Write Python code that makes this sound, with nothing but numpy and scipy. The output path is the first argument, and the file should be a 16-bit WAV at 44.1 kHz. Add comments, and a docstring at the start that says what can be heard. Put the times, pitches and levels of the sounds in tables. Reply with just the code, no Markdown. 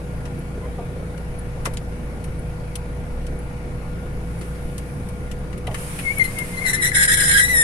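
"""A diesel drone and road rumble, heard from inside the cab of a truck crawling along a rough dirt road.
Six cylinders boom under a thin blower tone; close by, trim snaps and creaks, the floor knocks and a
timer ticks each second. Near the end air leaks from a valve on the left, whose seal flutters into a
rasping squeal. Snaps and squeal reach the two microphones with the cab's short echo."""
import sys
import numpy as np
from scipy import signal
from scipy.fft import rfft, irfft, next_fast_len
from scipy.io import wavfile
from scipy.ndimage import uniform_filter1d

SR = 44100
rng = np.random.default_rng(int(sys.argv[2]) if len(sys.argv) > 2 else 0)


def int16_out(signal):
    """Quantize to a 16-bit WAV file."""
    q = np.round(np.clip(np.atleast_2d(signal).T, -1, 1) * 32767)
    wavfile.write(sys.argv[1], SR, q.astype(np.int16))


N = 336483

# Engine speed. Each row: time in seconds, firings per second.
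FIRING_RATE = [(0, 58.8), (.55, 58.8), (1.0, 57.3), (1.45, 55.8), (2.7, 55.6), (3.3, 56), (4.0, 57),
               (4.6, 57.8), (5.3, 59.2), (6.2, 59.5), (6.9, 58.4), (7.63, 58)]


def gain_of(db):
    """Decibels to amplitude."""
    return 10 ** (np.asarray(db) / 20)


def unit_rms(x):
    """Scales to rms 1."""
    return x / np.sqrt(np.mean(x ** 2) + 1e-20)


def spectrum_at(points, hz):
    """Reads a spectrum on a log-frequency axis."""
    point_hz, value = np.transpose(points)
    return np.interp(np.log(hz + 1), np.log(point_hz + 1), value)


def curves(rows, t):
    """Joins timed rows by straight lines: one curve for each column after the time."""
    times, *values = np.transpose(rows)
    return [np.interp(t, times, v) for v in values]


def add(mix, start_s, sound):
    """Mixes a stereo sound in at start_s."""
    part = mix[:, round(start_s * SR):][:, :sound.shape[1]]
    part += sound[:, :part.shape[1]]


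def wander(length, hz):
    """Random drift of rms 1 with changes up to hz."""
    steps = rng.standard_normal(int(length * 2 * hz / SR) + 3)
    smooth = np.interp(np.arange(length) * 2 * hz / SR, np.arange(len(steps)), steps)
    return unit_rms(uniform_filter1d(smooth, max(int(SR / hz / 2), 1)))


def coloured(x, points):
    """Filters the last axis by a spectrum of (Hz, dB) points."""
    size = next_fast_len(x.shape[-1])
    response = gain_of(spectrum_at(points, np.fft.rfftfreq(size, 1 / SR)))
    return irfft(rfft(x, size) * response, size)[..., :x.shape[-1]]


def panned(x, db):
    """Places a sound db louder at the left microphone than at the right."""
    return np.array([x * gain_of(db / 2), x * gain_of(-db / 2)])


def cab_noise(colour, patchy_db):
    """Noise with drifting patches; its bass is alike at both microphones."""
    # Likeness of left and right. Each row: frequency in Hz, correlation.
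    correlation = [(60, 0.98), (130, 1), (290, 0.63), (640, 0.8), (1400, -0.29), (3100, 0.026),
                   (7000, -0.0024)]
    frames, hz = N // 512 + 5, np.fft.rfftfreq(2048, 1 / SR)
    left_re, left_im, other_re, other_im, patches = rng.standard_normal((frames, 1025, 5)).T
    patches = unit_rms(uniform_filter1d(uniform_filter1d(patches, 16, 0), 6, 1))
    alike = np.clip(spectrum_at(correlation, hz), -1, 1)[:, None]
    left = left_re + 1j * left_im
    right = alike * left + np.sqrt(1 - alike ** 2) * (other_re + 1j * other_im)
    spectra = np.array([left, right]) * gain_of(spectrum_at(colour, hz)[:, None] + patchy_db * patches)
    return unit_rms(signal.istft(spectra, nperseg=2048, noverlap=1536)[1][:, :N])


def cab_echo(x, t60):
    """A small damped space: random reflections, different at each microphone."""
    taps = rng.choice([-1., 1.], (2, 4000)) * (rng.random((2, 4000)) < .2)
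    taps *= gain_of(-60 * np.arange(4000) / SR / t60)
    taps[:, :40] = 0
    return signal.oaconvolve(x, taps / np.linalg.norm(taps[0]), axes=1)[:, :x.shape[1]]


def road_rumble():
    """Rumble all around; it throbs because every second firing shakes the cab harder."""
    # Road and cab noise. Each row: frequency in Hz, relative density in dB.
    colour = [(14, -1.5), (35, -11), (45, -17), (70, -8), (130, -6), (180, -7), (215, -13), (420, -16),
              (560, -18.5), (1000, -26.5), (2300, -32.5), (3200, -42.5), (6500, -48), (12200, -58),
              (13000, -70), (16000, -90)]
    # Balance of the rumble. Each row: frequency in Hz, left over right in dB.
    balance = [(60, 1), (110, -2.5), (200, 0.5), (380, -0.5), (700, 0.5), (2000, 3)]
    firing_hz, = curves(FIRING_RATE, np.arange(N) / SR)
    throb_db = np.sin(np.pi * np.cumsum(firing_hz) / SR)
    rumble = gain_of(-33 + throb_db) * cab_noise(colour, patchy_db=1.64)
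    rumble[0] = coloured(rumble[0], balance)
    return rumble


def blower():
    """A blade tone that wavers a little, centred, with thin whines on the left."""
    # Blade tone. Each row: time in seconds, pitch in Hz.
    blade_pitch = [(0, 486.8), (1.4, 487.7), (5.8, 490.6), (7.63, 489.2)]
    # Faint steady whines. Each row: pitch in Hz, relative level in dB.
    whines = [(1421, -55.5), (2250, -60.5)]
    t = np.arange(N) / SR
    blade_hz, = curves(blade_pitch, t)
    phase = 2 * np.pi * np.cumsum(blade_hz) / SR
    tone = gain_of(-43.5 + .8 * wander(N, 8)) * np.sin(phase + .15 * wander(N, 6))
    whine = sum(gain_of(db + 1.5 * wander(N, 3)) * np.sin(2 * np.pi * hz * t + .4 * wander(N, 5))
                for hz, db in whines)
    return np.sqrt(2) * np.array([tone + 1.47 * whine, tone + .028 * whine])


def engine():
    """Six firings per cycle boom in the cab; uneven cylinders add weaker orders that waver."""
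    # Boom of the firings. Each row: time in seconds, relative level in dB.
    boom = [(0, -32), (.5, -32.5), (.8, -32.5), (1.14, -33.5), (1.5, -31), (2.7, -31), (3.2, -28.5),
            (3.5, -31), (4.6, -29.5), (5.0, -35.5), (5.3, -32), (5.93, -34.5), (6.1, -41), (6.75, -44),
            (7.0, -33.5), (7.63, -34)]
    # Weaker orders. Each row: multiple of the four-stroke cycle, relative level in dB.
    orders = [(3, -46.5), (7, -52.5), (9, -41), (12, -40.5), (13, -47), (14, -43), (15, -40.5), (17, -44),
              (18, -40.5), (20, -49.5), (26, -49)]
    t = np.arange(N) / SR
    firing_hz, = curves(FIRING_RATE, t)
    boom_db, = curves(boom, t)
    shake_db = -37.5 + 3.5 * wander(N, 2.7)
    cycle = 2 * np.pi * np.cumsum(firing_hz) / SR / 6
    lag = np.array([[0.], [.2]])  # radians between the microphones
    out = gain_of(boom_db + 1.5 * wander(N, 12)) * np.sin(6 * cycle + lag)
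    # the crankshaft shakes the cab once a turn, now more, now less
    out += gain_of(shake_db) * np.sin(2 * cycle + .5 * wander(N, 3.6) + lag)
    for order, db in orders:
        level = gain_of(db + 2.56 * wander(N, 3))
        out += level * np.sin(order * cycle + .34 * wander(N, 4) + 7 * rng.random() + lag)
    return np.sqrt(2) * panned(.84, np.array([.1])) * out


def timer_ticks():
    """Off to the left, a tiny pawl rings high once a second and bounces unevenly three times."""
    # Each entry: relative level of one tick in dB.
    tick_levels = [-40.5, -35, -39.5, -40.5, -42, -45]
    first_s, ring_hz = .3885, 10600
    out, t = np.zeros((2, N)), np.arange(400) / SR
    envelope = np.minimum(t / .0013, 1) * gain_of(-60 * t / .012)
    for second, db in enumerate(tick_levels):
        for bounce, (detune, late, force) in enumerate(rng.standard_normal((4, 3))):
            ring = np.sin(2 * np.pi * ring_hz * (1 + .021 * detune) * t) * envelope
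            level = gain_of(db + 3.5 - .54 * bounce ** 2 + 1.5 * force)
            start = first_s + second + bounce * (.0043 + .0003 * late)
            add(out, start, panned(ring * level, db=12))
    return out


def creak():
    """One short creak near the centre: a rising chirp with its octave."""
    # Course of the creak. Each row: time in seconds, relative level in dB, pitch in Hz.
    course = [(.62, -49, 1005), (.656, -45, 1030), (.67, -54, 1110)]
    t = np.arange(course[0][0], course[-1][0], 1 / SR)
    db, hz = curves(course, t)
    phase = 2 * np.pi * np.cumsum(hz) / SR
    chirp = 1.3 * np.sin(phase) + .68 * np.sin(2 * phase)
    fade = np.clip(np.minimum(t - t[0], t[-1] - t) / .003, 0, 1)
    out = np.zeros((2, N))
    add(out, t[0], panned(fade * gain_of(db) * chirp, db=1.5))
    return out


def floor_knocks():
    """Each dull knock underfoot rings five close modes of a damped floor panel."""
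    # Each row: start in seconds, relative level in dB, strongest mode in Hz.
    knocks = [(0.575, -22.5, 431), (0.655, -26, 478), (.668, -30, 464), (0.784, -26, 732), (.791, -26, 693),
              (0.809, -29, 424), (0.829, -30, 470), (1.657, -29, 1263), (1.66, -37, 713),
              (1.672, -22.5, 536), (5.677, -22, 736), (5.687, -29, 856), (5.699, -29, 670),
              (5.714, -24.5, 623), (5.727, -35, 710)]
    out, t = np.zeros((2, N)), np.arange(4000) / SR
    envelope = np.minimum(t / .002, 1) * gain_of(-60 * t / .078)
    for start, db, hz in knocks:
        ring = sum(gain_of(mode_db) * np.sin(2 * np.pi * (hz * ratio * t + rng.random()))
                   for ratio, mode_db in ((.62, 0), (.8, -1), (1, 4.5), (1.3, -4), (1.65, -7)))
        add(out, start, panned(ring * envelope * gain_of(db - 7.5), db=0))
    return out


def trim_snaps():
    """Trim and grit crack close by, left of centre: a sharp top, then a body that lasts longer."""
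    # Each row: start in seconds, relative level in dB, body over top in dB, body centre in Hz,
    # relative level of the highest treble in dB, t60 of the top's fast decay in seconds.
    snaps = [(0.2538, -40.5, 1, 1500, -18, 0.051), (1.1774, -40.5, -13.5, 1500, -13, .03),
             (1.65, -31, -20, 1500, -2, .04), (1.655, -23.5, 4.5, 1280, -14.5, 0.045),
             (1.7371, -35, -14, 1500, -7, 0.029), (1.7712, -25.5, -4, 2200, -17.5, 0.01),
             (2.241, -35, -24, 1500, -10, .025), (2.7549, -25.5, -7, 2600, -12, 0.021),
             (3.2665, -38.5, -13, 1500, -17, .03), (4.4115, -40.5, -1, 1500, -15, 0.083),
             (4.78, -29.5, -17, 1500, -9.5, 0.03), (5.0875, -38, -16, 1500, -7, .03),
             (5.314, -33.5, -5, 1499, -16, 0.029), (5.5279, -41.5, 4, 1500, -20, 0.031),
             (5.5777, -42, -12, 1500, -9, 0.049), (5.6695, -37, 8, 2320, -6, 0.032),
             (5.712, -46, 9, 2307, -14, .02), (5.744, -27, 3, 1490, -12, 0.034),
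             (5.9873, -30.5, 3, 1960, 2, 0.053), (6.184, -22, -12, 1490, 4, 0.016),
             (6.239, -27, -15, 1510, -3, 0.089), (6.386, -21, -20, 1500, -3, 0.024)]
    rise_s = .0017
    out, t = np.zeros((2, N)), np.arange(6000) / SR
    decay_t = np.maximum(t - rise_s, 0)
    for start, db, body_db, body_hz, treble_db, t60 in snaps:
        top_colour = [(1000, -26), (1700, -11), (2800, 1.5), (4500, -3.5), (7000, -4),
                      (9000, treble_db + 12.5), (11500, treble_db + 11),
                      (13000, treble_db - 10), (16000, treble_db - 9)]
        body_colour = [(.18 * body_hz, -24), (.51 * body_hz, -12), (.87 * body_hz, -1.5),
                       (1.36 * body_hz, -4), (2.53 * body_hz, -18.5), (16000, -55)]
        top_noise, body_noise = rng.standard_normal((2, 2, len(t)))
        top = unit_rms(coloured(top_noise, top_colour)) * np.minimum(t / rise_s, 1)
        top *= gain_of(-60 * decay_t / t60) + .16 * gain_of(-20 * decay_t / t60)
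        body = unit_rms(coloured(body_noise, body_colour)) * np.minimum(t / (2 * rise_s), 1)
        body *= gain_of(body_db - 35 * decay_t / t60)
        add(out, start - .001, (top + body) * panned(np.ones(1), db=4.5) * gain_of(db - 4))
    return out


def air_leak():
    """Air hisses through the valve seal, mostly in the treble, faint until near the end."""
    # Swell of the hiss. Each row: time in seconds, relative level in dB.
    swell = [(0, -55.5), (2.4, -56), (3.7, -57), (4.2, -55.5), (4.45, -50.5), (5.0, -53.5), (5.66, -57.5),
             (5.79, -39), (6.6, -40), (6.66, -37), (6.95, -43), (7.4, -44), (7.5, -35.5), (7.63, -36.5)]
    # Colour of the hiss. Each row: frequency in Hz, relative density in dB.
    colour = [(2500, 0), (4000, -9), (7400, -7.5), (9100, 0.5), (10000, 1), (10900, 2), (12200, -8.5),
              (12700, -17), (14500, -20), (16000, -27)]
    level_db, = curves(swell, np.arange(N) / SR)
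    return gain_of(level_db + 3) * cab_noise(colour, patchy_db=1.4)


def seal_bursts(t, voice, longest_rise_s=np.inf):
    """Amplitude of one voice of the seal: each burst rises, holds and falls."""
    # Each row: start of the hold in seconds, its length in seconds, rise and fall in seconds per 20 dB,
    # then relative levels in dB of the high flutter, the low flutter and the rasp.
    bursts = [(6.068, 0.042, 0.034, .025, -28.5, -80, -79), (6.178, .008, 0.014, .01, -32.5, -83, -80),
              (6.198, 0.024, 0.0059, 0.017, -20.5, -80, -39),
              (6.248, 0.0076, 0.011, 0.018, -31, -80, -35.5), (6.279, 0.009, .015, 0.048, -38.5, -82, -46),
              (6.378, 0.046, 0.035, 0.027, -35, -80, -80), (6.545, 0.0045, 0.062, .02, -44, -82, -82),
              (6.574, .02, 0.014, 0.018, -36, -80, -39), (6.614, .02, .015, .03, -36, -82, -60),
              (6.666, 0.04, 0.052, 0.022, -26, -49, -25), (6.732, 0.015, 0.0051, 0.035, -26.5, -32, -23.5),
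              (6.828, 0.042, 0.084, 0.045, -23, -43, -22.5), (6.918, 0.0015, 0.0036, 0.0038, -23, -26, -36),
              (6.952, 0.1, 0.024, 0.015, -24.5, -24, -22), (7.08, 0.063, 0.0081, 0.049, -26.5, -21.5, -22),
              (7.172, 0.078, .04, 0.11, -35, -26, -23.5), (7.279, 0.15, 0.05, 0.068, -27, -27.5, -22),
              (7.363, 0.036, 0.055, 0.033, -26.5, -16, -21.5), (7.405, 0.044, 0.073, 0.078, -21, -60, -24),
              (7.484, 0.096, 0.02, 0.11, -22, -83, -26), (7.553, 0.071, 0.13, 0.022, -21.5, -40, -22.5)]
    column = ("high", "low", "rasp").index(voice)
    out = np.zeros(len(t))
    for start, hold, rise, fall, *levels_db in bursts:
        away = np.maximum((start - t) / min(rise, longest_rise_s), (t - start - hold) / fall)
        out = np.maximum(out, gain_of(levels_db[column] - 20 * np.clip(away, 0, 9)))
    return out


def seal_flutter(hz, scatter, level, pan_db, tone_drift):
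    """The seal slaps open and shut: returns its steadier tone and the uneven phase of the slaps."""
    drift = scatter * wander(len(level), 300)
    slap_phase = 2 * np.pi * np.cumsum(hz * (1 + drift)) / SR
    tone_phase = 2 * np.pi * np.cumsum(hz * (1 + tone_drift * drift)) / SR
    # reflections make the tone stutter differently at each microphone
    paths = np.array([wander(len(level), 60) for _ in range(4)])
    mic_phase = tone_phase + 16.7 * scatter * paths[:2]
    stutter_db = scatter * (33 * paths[2:] + 55 * wander(len(level), 200))
    tone = np.sin(mic_phase) + level * gain_of(-7) * np.sin(2 * mic_phase)
    return np.sqrt(2) * tone * gain_of(stutter_db) * panned(level, pan_db), slap_phase


def partials(phases):
    """Overtones that flicker each on its own, differently at each microphone."""
    return unit_rms(sum(np.cos(phase) * gain_of([3.75 * wander(len(phase), 60) for _ in range(2)])
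                        for phase in phases))


def streaked(x, streak_db):
    """Narrow bands swell and fade each on their own, in streaks."""
    spectra = signal.stft(x, nperseg=512)[2]
    streaks = uniform_filter1d(rng.standard_normal(spectra.shape[1:]), size=2, axis=0)
    streaks = unit_rms(uniform_filter1d(streaks, size=8, axis=1))
    return unit_rms(signal.istft(spectra * gain_of(streak_db * streaks), nperseg=512)[1][:, :x.shape[1]])


def seal_rasp(high_phase, low_phase, low_share, scatter):
    """Overtones and sum tones of the two flutters, with a spray that grows as the slaps turn uneven."""
    # Broadband spray. Each row: frequency in Hz, relative density in dB.
    spray_colour = [(1000, -25.5), (1500, -3), (1900, 3.5), (2300, -10), (2750, -17), (3300, -14.5),
                    (4100, -4), (4550, -20), (5200, -18), (6350, -9), (7500, -7.5), (9100, -6.5),
                    (11000, -11.5), (12200, -34), (14500, -28), (16000, -36)]
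    # Colour of the overtones. Each row: frequency in Hz, relative gain in dB.
    overtone_colour = [(1000, -7), (2800, -6), (3400, -4.5), (4000, -6), (4550, 2.5), (5100, -11.5),
                       (5800, -10.5), (6350, -7), (7400, -6), (9100, 3), (10000, -1), (10900, -1.5),
                       (12200, -15.5), (12700, -22), (15000, -21), (16000, -45)]
    # Three narrow dips and a few bright peaks shape the rasp. Each row: frequency in Hz, gain in dB.
    rasp_dips_and_peaks = [(4200, 0), (4450, -26), (4650, -26), (4950, 2), (6000, 2), (6250, -26),
                           (6450, -26), (6700, 0), (7750, 0), (8050, -18), (8400, -1), (8900, 0), (9200, 4),
                           (9550, 0), (10600, 0), (11000, 3), (11400, 0)]
    spray = streaked(coloured(rng.standard_normal((2, len(scatter))), spray_colour), streak_db=3.5)
    sum_tones = partials(a * high_phase + b * low_phase for a in range(1, 5) for b in range(1, 3))
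    slaps = (1 - .86 * low_share) * partials(k * high_phase for k in range(2, 9))
    slaps += .88 * low_share * partials(k * low_phase for k in range(2, 9))
    slaps += .84 * np.sqrt(low_share * (1 - low_share)) * sum_tones
    rasp = unit_rms(coloured(slaps, overtone_colour)) + (25 * scatter) ** 2 * spray
    flicker = gain_of(2 * wander(len(scatter), 150))
    return coloured(rasp * flicker, rasp_dips_and_peaks)


def valve_squeal():
    """Close on the left, the seal squeals with two flutters and their shared rasp, echoing in the cab."""
    # Main flutter. Each row: time in seconds, pitch in Hz, scatter as a share of pitch,
    # left over right in dB.
    high_flutter = [(6.04, 2204, 0.0098, 14), (6.095, 2127, .012, 15), (6.125, 2280, 0.0164, 12),
                    (6.17, 2233, 0.014, 14), (6.192, 2243, 0.018, 8), (6.2, 2104, 0.018, 10.5),
                    (6.26, 2055, 0.0176, 9), (6.3, 2110, 0.0188, 9), (6.37, 2153, 0.018, 8.5),
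                    (6.44, 2110, 0.0178, 18), (6.55, 2090, 0.0168, 14), (6.59, 2040, 0.022, 7),
                    (6.625, 2155, 0.021, 17.5), (6.68, 2005, 0.03, 7.5), (6.79, 2063, 0.0273, 5),
                    (6.84, 1938, 0.028, 11), (6.91, 2031, 0.0305, 9), (6.952, 1881, 0.035, 10),
                    (6.985, 1968, 0.0346, 3), (7.005, 1900, 0.0372, 6), (7.055, 1977, 0.0362, 5),
                    (7.085, 1866, 0.0364, 11), (7.135, 1956, 0.0337, 5), (7.21, 1877, 0.0417, 3),
                    (7.32, 1863, 0.0345, 2), (7.345, 1973, 0.027, 5), (7.39, 1954, 0.037, 16),
                    (7.44, 1956, 0.011, 11.5), (7.51, 2002, 0.013, 5.5), (7.57, 1871, .0105, 13.5),
                    (7.6, 1867, 0.009, 10.5), (7.63, 1810, 0.012, 2)]
    # A lower flutter joins at full pressure. Each row: time in seconds, pitch in Hz,
    # left over right in dB.
    low_flutter = [(6.7, 1760, 4), (6.77, 1790, 9), (6.86, 1600, 11), (6.92, 1720, 7), (6.96, 1630, -0.5),
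                   (7.03, 1658, 8), (7.08, 1634, 1), (7.15, 1676, 4), (7.19, 1636, 9), (7.23, 1665, 13),
                   (7.27, 1600, 1), (7.33, 1627, -4), (7.39, 1645, -5), (7.42, 1655, 8)]
    t = np.arange(6 * SR, N) / SR
    high_hz, scatter, high_pan_db = curves(high_flutter, t)
    low_hz, low_pan_db = curves(low_flutter, t)
    high_level, low_level = seal_bursts(t, "high"), seal_bursts(t, "low")
    rasp_level = gain_of(-.92) * seal_bursts(t, "rasp", longest_rise_s=.023)
    high_tone, high_phase = seal_flutter(high_hz, scatter, high_level, high_pan_db, tone_drift=.42)
    low_tone, low_phase = seal_flutter(low_hz, scatter, low_level, low_pan_db, tone_drift=.17)
    tones = gain_of(3) * (high_tone + low_tone)
    low_share = low_level / (low_level + high_level)
    rasp = seal_rasp(high_phase, low_phase, low_share, scatter) * panned(rasp_level, db=3.2)
    for sound in (tones, rasp):
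        sound[0] = np.roll(sound[0], 11)  # the left microphone hears it a little later
    echo = cab_echo(gain_of(-6) * tones, t60=.08) + cab_echo(gain_of(2.5) * rasp, t60=.048)
    out = np.zeros((2, N))
    add(out, t[0], tones + rasp + echo)
    return out


def scene():
    """Rumble and drone fill the cab behind the close sounds; snaps and squeal echo in it."""
    snaps = trim_snaps()
    background = road_rumble() + engine() + blower()
    close = air_leak() + floor_knocks() + creak() + timer_ticks() + valve_squeal() + snaps
    return background + close + cab_echo(gain_of(-.5) * snaps, t60=.049)


def record(dry):
    """The loudest peaks are rounded off, then the highest treble is cut."""
    drive, cutoff_hz = 1.05, 15900
    rounded = np.tanh(dry * drive) / drive
    lowpass = signal.firwin(511, cutoff_hz, window=("kaiser", 9), fs=SR)
    return signal.oaconvolve(rounded, lowpass[None], "same")


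dry = scene()
out = record(dry)
int16_out(out)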